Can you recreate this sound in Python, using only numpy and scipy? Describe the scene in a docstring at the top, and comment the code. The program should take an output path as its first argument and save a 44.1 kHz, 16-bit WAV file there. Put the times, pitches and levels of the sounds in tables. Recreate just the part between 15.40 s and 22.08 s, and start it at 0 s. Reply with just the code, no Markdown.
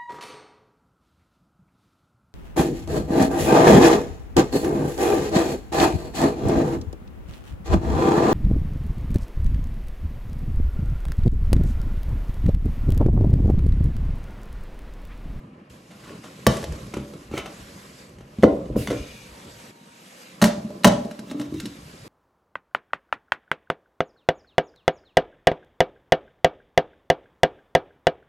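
"""Pods, a glass jar and a latched box

On a kitchen counter pods drop into a glass jar, an empty plastic tub is set down, a bamboo lid is slid off
the wood and pressed onto the jar; then two latches of a plastic box snap open and its lid is worked off.
Each blow rings modes of its object and of the wooden counter and adds a crack of noise; rubs are showers of
tiny blows, creaks are gliding sines, and a room of sparse echoes surrounds rumble, rustle, hush and faint hum.
"""
import sys
import numpy as np
from scipy import signal
from scipy.fft import rfft, irfft, next_fast_len
from scipy.io import wavfile
from scipy.ndimage import uniform_filter1d

SR = 44100
rng = np.random.default_rng(int(sys.argv[2]) if len(sys.argv) > 2 else 0)


def generate_wav(signal):
    """Clip the signal to [-1, 1] and save it as 16-bit WAV at the path in sys.argv[1]."""
    frames = np.transpose(np.atleast_2d(signal))
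    scaled = np.clip(frames, -1, 1) * 32767
    pcm = np.round(scaled).astype(np.int16)
    wavfile.write(sys.argv[1], SR, pcm)


N = 294587

# In every table of blows, each row: start in seconds, object ring in dB, counter ring in dB,
# pitch that the counter favours there in Hz, crack in dB.
# In every table of modes, each row: frequency in Hz, relative level in dB, t60 in seconds before damping.
# In every table of colour, each row: frequency in Hz, spectral weight in dB per Hz.
# In every touch: contact in ms when ring and crack are equal in dB, dB of ring over crack that double it,
# crack t60 in ms, damping factor of the hand, tick against crack in dB.

# Pods landing in the jar, the modes of the glass, the colour of cracks on wood, and the touch.
PODS = [(0.303, -45, -38, 153, -69), (0.507, -58, -53, 218, -46.5), (0.594, -59, -60, 172, -51),
        (0.636, -50, -43, 202, -45.5), (0.67, -39, -49, 200, -46.5), (0.701, -33.5, -66, 121, -47),
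        (0.835, -37, -55, 258, -40.5), (0.85, -41, -51, 237, -49), (0.985, -38, -47, 135, -65)]
JAR_MODES = [(270.6, -7, 0.09), (304.6, -5.5, 0.11), (398, -0.5, 0.042), (463, 1, 0.045), (533, 3.5, 0.025),
             (589, -6.5, 0.059), (644, -14.5, 0.096), (754, -25.5, 0.2), (915, -23, 0.012),
             (1070, -15, 0.064), (1395, -17, 0.08), (1520, -15.5, 0.011), (1770, -13.5, .026),
             (2060, 1, 0.025), (2964, -8, .08), (3548, -10, 0.063), (4540, -13.5, 0.076),
             (5700, -22.5, .06), (6080, -18.5, 0.11), (6290, -14.5, 0.05)]
WOOD_CRACK = [(350, -73), (600, 6), (916, -7), (1340, -0.5), (1580, -7.5), (2170, -7), (3500, -7.5),
              (4850, -14.5), (6210, -12.5), (15700, -26)]
PODS_TOUCH = (1.9, 113, 170, 1.1, 0)


def pods_into_jar():
    """Impact excitation: each soft pod rings the glass modes."""
    return blows(PODS, JAR_MODES, WOOD_CRACK, PODS_TOUCH)


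# Blows of the tub on the counter, the modes of the tub, the colour of plastic cracks, and the touch.
TUB = [(1.066, -1.5, -25.5, 200, -7.5), (1.07, -16, -6.5, 137, -34.5), (1.097, -29, -46, 121, -36),
       (1.119, -40, -20, 118, -44), (1.168, -23, -39, 153, -27.5), (1.228, -26, -47, 200, -33.5),
       (1.24, -24, -50, 172, -27.5), (1.323, -28.5, -44, 151, -36), (1.412, -33, -34, 91, -70),
       (1.467, -52, -40, 115, -42.5)]
TUB_MODES = [(308, -2.5, 0.047), (430, 16.5, 0.012), (523, 3.5, 0.077), (570, -1, 0.053), (660, 0.5, 0.074),
             (827, 3, 0.023), (1148, 2, 0.068), (1750, 6.5, 0.0093), (2560, -10, 0.041)]
PLASTIC_CRACK = [(350, 9), (600, -7), (2000, -4), (2290, -6.5), (2930, -4), (3400, -3), (4060, -2.5),
                 (4850, -5), (6290, -3.5), (15700, -14.5)]
TUB_TOUCH = (0.63, 18, 30.5, 1.14, -0.5)


def tub_set_down():
    """Impact excitation: the plastic tub rings in heavily damped modes."""
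    return blows(TUB, TUB_MODES, PLASTIC_CRACK, TUB_TOUCH)


# Blows of the bamboo lid on the wood, the modes of the lid, and the touch.
LID = [(1.538, -24.5, -29, 263, -29.5), (1.568, -19, -21, 194, -35), (1.597, -56, -23.5, 201, -48),
       (1.626, -48, -30, 202, -61), (1.736, -32.5, -47, 225, -43.5), (1.913, -29.5, -27, 227, -43),
       (1.938, -18.5, -25, 205, -42), (1.976, -28, -48, 258, -25), (1.987, -23, -48, 258, -34),
       (2.058, -35, -58, 164, -32), (2.784, -42, -40, 183, -47.5), (2.807, -35.5, -41, 62, -47)]
LID_MODES = [(302, 3.5, 0.15), (410, 15, 0.028), (574.5, -8, 0.48), (793, -2, 0.045), (1335, -5.5, 0.045),
             (1840, -9, 0.021), (2170, -1, 0.029), (2680, -6.5, .035), (2980, -4, 0.021),
             (3390, -16.5, 0.022), (3730, -9, 0.034), (4500, -18, .03), (6170, -13.5, 0.05)]
LID_TOUCH = (0.4, 50, 49, 1.6, 3)


def lid_off_the_wood():
    """Impact excitation: the bamboo lid rings as it knocks the counter."""
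    return blows(LID, LID_MODES, WOOD_CRACK, LID_TOUCH)


# Blows of the lid on the jar, and the touch.
JAR = [(2.985, -41, -18.5, 211, -44.5), (3.026, -21, -40, 250, -29.5), (3.031, -43, -3, 256, -42),
       (3.0335, 5, -32, 252, -20), (3.04, -16, -20, 258, -50.5), (3.049, -19, -23.5, 236, -42),
       (3.257, -29.5, -28, 121, -47), (3.295, -20, -26, 135, -85), (3.351, -28, -23.5, 260, -59),
       (3.359, -9.5, -12.5, 203, -47), (3.473, -52, -60, 176, -22.5), (3.483, -26, -23, 124, -33),
       (3.502, -13.5, -32.5, 62.6, -31), (3.512, -16.5, -41, 258, -38), (3.527, -16, -45.5, 123, -44),
       (3.544, -52, -29, 121, -53), (3.61, -37, -35, 127, -60), (4.067, -66, -37, 183, -60)]
JAR_TOUCH = (0.55, 46, 18, 1.01, 1.4)


def lid_onto_jar():
    """Impact excitation: the lid strikes the jar and rings the glass modes."""
    return blows(JAR, JAR_MODES, WOOD_CRACK, JAR_TOUCH)


# Snaps of the latches and knocks of the box lid, the modes of the box, and the touch.
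BOX = [(5.016, -10.5, -50, 217, -14.5), (5.023, -5.5, -0.5, 227, -12.5), (5.04, -7, -9, 231, -11.5),
       (5.05, -15.5, -11.5, 227, -25), (5.072, -24, -37, 223, -36), (5.092, -27, -32, 223, -49),
       (5.179, -38.5, -18, 219, -52), (5.246, -41, -20.5, 216, -56), (5.303, -28.5, -27.5, 217, -45.5),
       (5.435, -38, -52, 244, -29), (5.4445, -1, -27, 250, -4), (5.448, -1.5, -43, 250, -14.5),
       (5.452, -2.5, -6, 250, -19), (5.469, -1.5, -1, 240, -16.5), (5.475, -11.5, -28, 135, -19),
       (5.519, -44, -11.5, 123, -31), (5.649, -19, -31, 204, -41.5), (5.711, -31, -30.5, 218, -34.5),
       (5.791, -33.5, -27.5, 200, -35), (5.871, -49, -33, 209, -54), (5.899, -44, -33, 242, -45),
       (5.912, -28.5, -28.5, 150, -33), (5.997, -30.5, -22.5, 150, -33.5), (6.014, -30, -58, 250, -35),
       (6.141, -50, -43, 204, -41.5), (6.2, -65, -53, 255, -27.5), (6.256, -65, -29, 142, -27.5),
       (6.268, -59, -48, 199, -47)]
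BOX_MODES = [(219.5, -3, 0.075), (293, -12, 0.13), (372, -16, 0.096), (442, -5, 0.08), (531, -1.5, 0.029),
             (603, 4.5, 0.1), (677, -6.5, 0.17), (804, 0, 0.074), (997, 0, 0.032), (1118, 0.5, 0.019),
             (1403, 2, 0.018), (1590, -1.5, 0.036), (1864, 2, 0.019), (2120, 0.5, 0.024), (2920, 5, 0.024),
             (3560, -6.5, 0.027), (4020, 14.5, 0.0071), (5450, -0.5, 0.03), (6160, -4.5, 0.023)]
BOX_TOUCH = (0.15, 5.28, 43.4, 0.77, 2.3)


def box_opened():
    """Impact excitation: hard snaps have a short contact and so a bright spectrum."""
    return blows(BOX, BOX_MODES, PLASTIC_CRACK, BOX_TOUCH)


# The modes of the wooden counter.
COUNTER_MODES = [(49.6, -8, 0.23), (85, -34, .2), (121, 2, 0.18), (139, 7.5, 0.051), (172, -5, 0.079),
                 (217, 16, 0.044), (242, -6, 0.11)]
TICK_FROM_HZ = 1250  # the hard edge of a blow rings the modes above this
BLOW_DETUNE = 0.012  # each blow randomly detunes each mode by up to this share


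def blows(rows, modes, crack_colour, touch):
    """Modal superposition: a blow rings object and counter, ticks upper modes and cracks; returns rings, cracks."""
    rings, cracks = np.zeros((2, N))
    equal_ms, doubling_db, crack_t60_ms, damping, tick_db = touch
    upper_db = np.where(np.transpose(modes)[0] > TICK_FROM_HZ, 0, -99)
    counter_hz = np.transpose(COUNTER_MODES)[0]
    for start, object_db, counter_db, favoured_hz, crack_db in rows:
        chance_db = 2 * np.clip(rng.standard_normal(32), -1.5, 1.5)
        tuning = 1 + BLOW_DETUNE * rng.uniform(-1, 1, 32)
        thing = decays(modes, damping, tuning[:len(modes)])
        counter = decays(COUNTER_MODES, 0.86, tuning[-len(COUNTER_MODES):])
        thing_db = chance_db[:len(thing)]
        place_db = -9.0 * np.log2(counter_hz / favoured_hz) ** 2
        counter_weight_db = chance_db[-len(counter):] + place_db
        # dull blows touch longer
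        contact_ms = np.clip(equal_ms * 2 ** ((object_db - crack_db) / doubling_db), 0.1, 2.2)
        counter_ms = 3.97 * max(contact_ms, 0.5)
        add(rings, start, gain_of(object_db) * ring(thing, thing_db, contact_ms))
        add(rings, start, gain_of(counter_db) * ring(counter, counter_weight_db, counter_ms))
        add(rings, start, gain_of(crack_db + tick_db) * ring(thing, thing_db + upper_db, 0))
        add(cracks, start, burst(crack_colour, crack_db, crack_t60_ms))
    return np.array([rings, cracks])


def decays(modes, damping=1, tuning=1):
    """Free vibration: one exponentially dying sine a mode, neighbours swinging in opposite senses."""
    t = np.arange(SR // 4) / SR
    hz, db, t60 = np.transpose(modes)[:, :, None]
    sense = (-1.0) ** np.arange(len(modes))[:, None]
    turns = hz * np.reshape(tuning, (-1, 1)) * t
    fade_out = np.cos(2 * np.pi * t) ** 2  # silent by the end of the quarter second
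    return sense * gain_of(db - 60 * damping * t / t60) * np.sin(2 * np.pi * turns) * fade_out


def ring(rings, weight_db, contact_ms):
    """Contact-time filtering: convolution with a long force pulse leaves high modes quiet."""
    force = signal.windows.hann(3 + int(contact_ms * SR / 1000))
    return peaked(np.convolve(gain_of(weight_db) @ rings, force))


def burst(colour, db, t60_ms):
    """Decaying noise transient: long cracks swell more slowly; a filter lowers the top of quiet ones."""
    noise = evened(coloured(rng.standard_normal(8000), colour))
    noise = coloured(noise, [(12600, 0.081), (13300, 0.82 * min(db + 8.5, 0))])
    spent = 1000 * np.arange(8000) / SR / t60_ms  # time as a share of t60
    swell = np.minimum(spent / 0.054, 1)
    return gain_of(db - 60 * spent) * noise * swell


# Loose plastic, then the lid on the rim, rattling on after hard blows.
# Each row: start in seconds, level in dB, t60 in ms (the burst stops after 0.18 s).
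RATTLES = [(1.07, -34, 930), (5.051, -21.5, 145), (5.473, -22, 69)]
LID_RATTLES = [(3.037, -32.5, 61), (3.502, -29.5, 110)]


def rattles():
    """Chatter of loose contacts as decaying noise, coloured by plastic or by wood."""
    out = np.zeros(N)
    for rows, colour in (RATTLES, PLASTIC_CRACK), (LID_RATTLES, WOOD_CRACK):
        for start, db, t60_ms in rows:
            add(out, start, burst(colour, db, t60_ms))
    return out


# Slips of the box lid in its seat.
# Each row: start in seconds, peak level in dB, starting pitch in Hz, t60 in ms.
CREAKS = [(5.914, -20, 253, 63), (5.944, -22.5, 284.7, 340), (5.966, -24, 257, 38),
          (5.995, -24.5, 287.3, 180), (6.07, -38, 283, 130), (6.123, -20, 292.3, 48), (6.143, -21, 304, 50),
          (6.161, -26, 300, 87), (6.185, -40, 277, 57), (6.232, -24.5, 217, 75), (6.254, -23, 286, 51),
          (6.271, -30, 278, 53)]
CREAK_RISE_MS, CREAK_GLIDE = 3.2, 1.1  # glide in octaves a second


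def creaks():
    """Stick-slip: each slip swings the box wall at a pitch that slides up as the grip changes."""
    out, t = np.zeros(N), np.arange(5000) / SR
    for start, db, hz, t60_ms in CREAKS:
        swing = np.minimum(1000 * t / CREAK_RISE_MS, 1) * gain_of(-60000 * t / t60_ms)
        turns = np.cumsum(hz * 2 ** (CREAK_GLIDE * t)) / SR
        add(out, start, gain_of(db) * peaked(swing * np.sin(2 * np.pi * turns)))
    return out


# The lid sliding on the wood. Each row: time in seconds, level in dB.
LID_SCRAPE = [(1.92, -51), (1.94, -42), (1.985, -33.5), (2.03, -54), (2.05, -61), (2.06, -53), (2.083, -48),
              (2.1, -72)]


def lid_scrape():
    """Friction excitation of the bamboo lid."""
    return scrape(LID_SCRAPE, LID_MODES, WOOD_CRACK, damping=1.0, rasp_share=0.67)


# Fingers on the box lid. Each row: time in seconds, level in dB.
BOX_RUB = [(5.85, -70), (5.875, -50), (5.91, -47), (5.95, -63), (6.0, -47), (6.06, -52), (6.11, -73),
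           (6.145, -53), (6.19, -47.5), (6.27, -58), (6.31, -70)]


def box_rub():
    """Friction excitation of the plastic box."""
    return scrape(BOX_RUB, BOX_MODES, PLASTIC_CRACK, damping=0.7, rasp_share=1.0)


# Fingers in the tub. Each row: time in seconds, level in dB.
TUB_RUB = [(0.58, -76), (0.63, -56), (0.7, -47.5), (0.76, -72)]


def tub_rub():
    """Friction excitation of the tub, strongly damped by the hand."""
    return scrape(TUB_RUB, TUB_MODES, WOOD_CRACK, damping=1.9, rasp_share=0.5)


RUB_DETUNE = 0.077  # each mode copy is randomly detuned by up to this share


def scrape(stroke, modes, colour, damping, rasp_share):
    """Friction as random impulses: uneven catches ring one or another upper mode over a rasp of noise."""
    out, size = np.zeros(N), SR // 2
    strength = gain_of(4.0 * np.minimum(rng.exponential(1, size), 2.5))
    caught = rng.random(size) < 1800 / SR  # about 1800 catches a second
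    catches = rng.standard_normal(size) * strength * caught
    upper = 2 * [mode for mode in modes if mode[0] > 1100]  # two copies of each mode
    tuning = 1 + RUB_DETUNE * rng.uniform(-1, 1, len(upper))
    rings = decays(upper, damping, tuning)[:, :2000]
    which = rng.integers(0, len(rings), size)
    rung = np.zeros(size)
    for k, mode_ring in enumerate(rings):
        rung += signal.oaconvolve(catches * (which == k), mode_ring)[:size]
    rasp = coloured(rng.standard_normal(size), colour)
    add(out, stroke[0][0], evened(evened(rung) + rasp_share * evened(rasp)))
    return gain_of(*curve(stroke)) * out


# The seal in the rim of the jar. Each row: time in seconds, hiss in dB, squeak in dB.
SEAL_RUB = [(3.355, -99, -80), (3.365, -50, -64), (3.39, -41, -59), (3.46, -43, -53), (3.52, -59, -50),
            (3.62, -75, -48), (3.75, -58, -51), (3.9, -69, -58)]
# Colours of the hiss and of the squeak.
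SEAL = [(400, -21), (1200, -9), (2500, 0.5), (6000, -5.5), (9500, -2), (12600, -3), (13300, -15),
        (15500, -12)]
SQUEAK = [(1900, -42), (2300, -1), (2440, 1.5), (2600, -11), (2900, -3), (3200, -20), (3500, -5),
          (3800, -12), (6100, -21), (6380, -3), (6700, -47)]


def seal_rub():
    """Friction noise: a broad hiss and a squeak gathered in narrow bands."""
    hiss_db, squeak_db = curve(SEAL_RUB)
    hiss = stirring(SEAL, hiss_db, patchy_db=1.7, flicker_db=1.9)
    return hiss + stirring(SQUEAK, squeak_db, patchy_db=0.64, flicker_db=0.69)


# Arms leaning on the counter. Each row: middle in seconds, level in dB, half length in seconds.
LEANS = [(0.124, -55, 0.061), (1.304, -28.5, 0.081), (1.922, -46, 0.11), (2.812, -53, 0.033),
         (3.133, -38, 0.035), (3.406, -27, 0.12), (3.57, -43, 0.054), (5.56, -38, 0.081),
         (6.117, -28, 0.06), (6.352, -39.5, 0.3)]
# The floor under them. 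Each row: time in seconds, level in dB.
LEAN_FLOOR = [(0, -69), (3.6, -46.5), (4.2, -52), (4.32, -65), (5.9, -57), (6.68, -48)]
# Colour of the thuds.
THUD = [(12, -41), (20, -17), (31, -15.5), (48, -21), (97, -31), (110, 2), (140, -42), (240, -120)]


def leaning_thuds():
    """Low-frequency noise under Gaussian envelopes: each lean swells and fades like a bell curve."""
    t = np.arange(N) / SR
    level = gain_of(*curve(LEAN_FLOOR))
    for middle, db, half in LEANS:
        level += gain_of(db) * np.exp(-((t - middle) / half) ** 2)
    return stirring(THUD, 20 * np.log10(level), patchy_db=4.0, flicker_db=3)


# Movement close by. Each row: time in seconds, rumble in dB before the blows add to it,
# rustle of sleeves and hands in dB.
STIR = [(0.0, -47.5, -67.5), (0.29, -49.5, -85), (0.3, -46, -55), (0.42, -49, -60), (0.66, -46.5, -54.5),
        (1.2, -45.5, -50.5), (1.36, -34, -49), (1.46, -44.5, -51), (1.95, -45.5, -56.5),
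        (2.15, -45.5, -49.5), (2.61, -48, -52), (2.82, -49.5, -65), (3.0, -45.5, -55.5), (3.4, -39, -61),
        (3.5, -57, -46.5), (3.79, -48.5, -51.5), (4.3, -47, -49.5), (4.32, -52, -59), (4.81, -55, -47.5),
        (4.98, -48, -53), (5.36, -39, -54.5), (5.77, -44.5, -54), (5.98, -39, -59), (6.27, -51.5, -51),
        (6.68, -45.5, -51)]
# Colours of the rumble and of the rustle.
RUMBLE = [(41, -37), (70, -9.5), (184, 5), (314, -3.5), (519, -8), (606, -9), (741, -26), (875, -26.5),
          (1000, -15.5), (1300, -20.5), (2200, -120)]
RUSTLE = [(290, -58), (500, 5), (606, -3), (746, -6), (917, -6), (1570, -5), (2480, -4.5), (5210, -8.5),
          (7670, -9), (9700, -16), (11600, -12), (12800, -20.5), (13500, -37.5)]


def movement(dry):
    """Amplitude-modulated noise: rumble, stirred up for a while by each blow, and rustle."""
    rumble_db, rustle_db = curve(STIR)
    rumble_db = stirred(rumble_db, dry, db=-14.5, t60=0.14)
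    rumble = stirring(RUMBLE, rumble_db, patchy_db=1.0, flicker_db=2.25)
    return rumble + stirring(RUSTLE, rustle_db, patchy_db=1.4, flicker_db=0.6)


def stirred(level_db, dry, db, t60):
    """Energy storage: a leaky integrator adds the fading power of the blows to a level."""
    keep = gain_of(-120 / (t60 * SR))  # power kept from one sample to the next
    power = signal.lfilter([1 - keep], [1, -keep], dry ** 2)
    return 10 * np.log10(gain_of(2 * level_db) + gain_of(2 * db) * power)


# Faint tones. Each row: start in seconds, end in seconds, frequency in Hz, level in dB around which it wavers.
HUM = [(3.7, 4.64, 930, -62), (0, 6.68, 1865, -76), (0, 6.68, 2790, -76)]


def hum():
    """Slow random modulation: thin tones whose level and pitch waver."""
    out = np.zeros(N)
    for start, end, hz, db in HUM:
        t = np.arange(0, end - start, 1 / SR)
        waver = np.interp(t, np.arange(100) / 12, rng.standard_normal(100))
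        tone = np.sin(2 * np.pi * hz * t + 2 * waver)
        add(out, start, gain_of(db + 2 * waver) * tone * signal.windows.tukey(len(t), 0.1))
    return out


# Colour of the steady hush of the room.
AIR = [(290, -46), (500, -58), (796, -3.5), (947, -22), (1770, -13), (1920, -17), (2820, -15.5),
       (3580, -26.5), (12000, -43), (15600, -69), (22000, -120)]


def hush():
    """Stationary coloured noise: the steady hush of the room."""
    return stirring(AIR, level_db=-63, patchy_db=1.06, flicker_db=0.71)


def background(dry):
    """Superposition of thuds, movement, seal, hush and hum."""
    return leaning_thuds() + movement(dry) + seal_rub() + hush() + hum()


def stirring(colour, level_db, patchy_db, flicker_db):
    """Short-time spectral synthesis: random spectra with drifting patches and a flicker shared by all pitches."""
    frames, hz = N // 256 + 5, np.fft.rfftfreq(1024, 1 / SR)
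    real, imaginary, patches = rng.standard_normal((frames, 513, 3)).T
    patches = uniform_filter1d(patches, size=14, axis=0)  # over frequency
    patches = evened(uniform_filter1d(patches, size=12, axis=1))  # over time
    flicker = evened(uniform_filter1d(rng.standard_normal(frames), size=4))
    weight_db = read(colour, hz)[:, None] + patchy_db * patches + flicker_db * flicker
    spectra = (real + 1j * imaginary) * gain_of(weight_db)
    noise = signal.istft(spectra, nperseg=1024, noverlap=768)[1][:N]
    return gain_of(level_db) * evened(noise)


# Decay of the room. Each row: frequency in Hz, t60 in seconds before shortening.
ROOM = [(100, 0.48), (260, 0.41), (700, 0.55), (1840, 0.33), (4850, 0.42)]


def echoes(x, start_ms, shorten):
    """Sparse-tap reverberation: taps of random sign, one in every 20 samples, each band dying at its own speed."""
    taps = np.zeros(SR)
    slots = np.arange(int(start_ms * SR / 1000), SR - 20, 20)
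    at = slots + rng.integers(0, 20, len(slots))
    taps[at] = rng.choice([-1.0, 1.0], len(slots))
    hz, t, spectra = signal.stft(taps, SR, nperseg=256)
    t60 = shorten * read(ROOM, hz)[:, None]
    tail = signal.istft(spectra * gain_of(-60 * t / t60), SR, nperseg=256)[1]
    return signal.fftconvolve(x, tail / np.linalg.norm(tail))[:N]


# Less of the upper rings reaches the room. Each row: frequency in Hz, gain in dB.
RINGS_TO_ROOM = [(400, 0.5), (900, -3.5), (4000, -12.5)]
# Colour of the room against the direct sound. Each row: frequency in Hz, gain in dB.
ROOM_COLOUR = [(60, -5), (250, -4.5), (450, -6), (700, -4.5), (1200, -2.5), (2000, -1), (6000, -8.5),
               (12000, -19), (13200, -41)]


def room(rings, noises):
    """Reverberant field: rings with less treble and full noises return as coloured echoes."""
    spread = coloured(rings, RINGS_TO_ROOM) + noises
    return coloured(echoes(spread, start_ms=6.0, shorten=0.96), ROOM_COLOUR)


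# Width of the stereo image. Each row: frequency in Hz, side gain in dB.
WIDTH = [(60, -69), (200, -43), (400, -13.5), (640, 0.5), (1400, -1), (3000, -4.5), (5000, -2.5),
         (8000, -11), (13000, -5.5)]


def side_paths(dry, around):
    """Decorrelation: the two ports differ by what reaches them over other paths."""
    late = gain_of(-9.5) * echoes(dry, start_ms=1.5, shorten=1.0)
    return coloured(late + echoes(around, start_ms=1.583, shorten=0.011), WIDTH)


# Bass reduction of the later part. Each row: frequency in Hz, gain in dB.
THIN = [(50, -16.5), (110, -7.5), (180, -1)]
THIN_S = 4.31


def thinned(mid):
    """Spectral weighting: from THIN_S on the whole mid signal has less bass."""
    return np.where(np.arange(N) < THIN_S * SR, mid, coloured(mid, THIN))


def gain_of(db):
    """Decibel law: level to amplitude factor."""
    return 10 ** (np.asarray(db) / 20)


def evened(x):
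    """Normalisation to unit effective value."""
    return x / np.sqrt(np.mean(x ** 2) + 1e-20)


def peaked(x):
    """Normalisation to unit peak."""
    return x / (abs(x).max() + 1e-20)


def read(points, hz):
    """Interpolation of a table on a logarithmic frequency axis."""
    f, value = np.transpose(points)
    return np.interp(np.log(hz + 1), np.log(f + 1), value)


def coloured(x, points):
    """Linear filtering: weights the spectrum of x by a table of dB."""
    size = next_fast_len(len(x))
    weight = gain_of(read(points, np.fft.rfftfreq(size, 1 / SR)))
    return irfft(rfft(x, size) * weight, size)[:len(x)]


def curve(rows):
    """Linear interpolation of the columns at every sample, 40 dB under the first column's least outside them."""
    s, *columns = np.transpose(rows)
    outside = columns[0].min() - 40
    return [np.interp(np.arange(N) / SR, s, c, outside, outside) for c in columns]


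def add(mix, start, sound):
    """Superposition: adds a sound in place from its start in seconds."""
    part = mix[round(start * SR):][:len(sound)]
    part += sound[:len(part)]


def scene():
    """Superposition of direct sound, room and background, spread from mid and side to left and right."""
    rings, cracks = pods_into_jar() + tub_set_down() + lid_off_the_wood() + lid_onto_jar() + box_opened()
    noises = cracks + rattles() + creaks() + lid_scrape() + box_rub() + tub_rub()
    dry = rings + noises
    around = background(dry)
    mid = thinned(dry + room(rings, noises) + around)
    side = side_paths(dry, around)
    return np.array([mid + side, mid - side])


MIC_HZ, EDGE_HZ = 48.3, 15900  # bass limit of the microphone, upper band limit


def record(dry):
    """Filtering and clipping: bass loss in the microphone, overload of the input and a band limit at EDGE_HZ."""
    high_pass = signal.butter(3, MIC_HZ, "high", fs=SR, output="sos")
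    clipped = np.clip(signal.sosfilt(high_pass, dry), -1, 1)
    low_pass = signal.firwin(1023, EDGE_HZ, window=("kaiser", 11), fs=SR)
    return signal.oaconvolve(clipped, low_pass[None], "same")


dry = scene()
out = record(dry)
generate_wav(out)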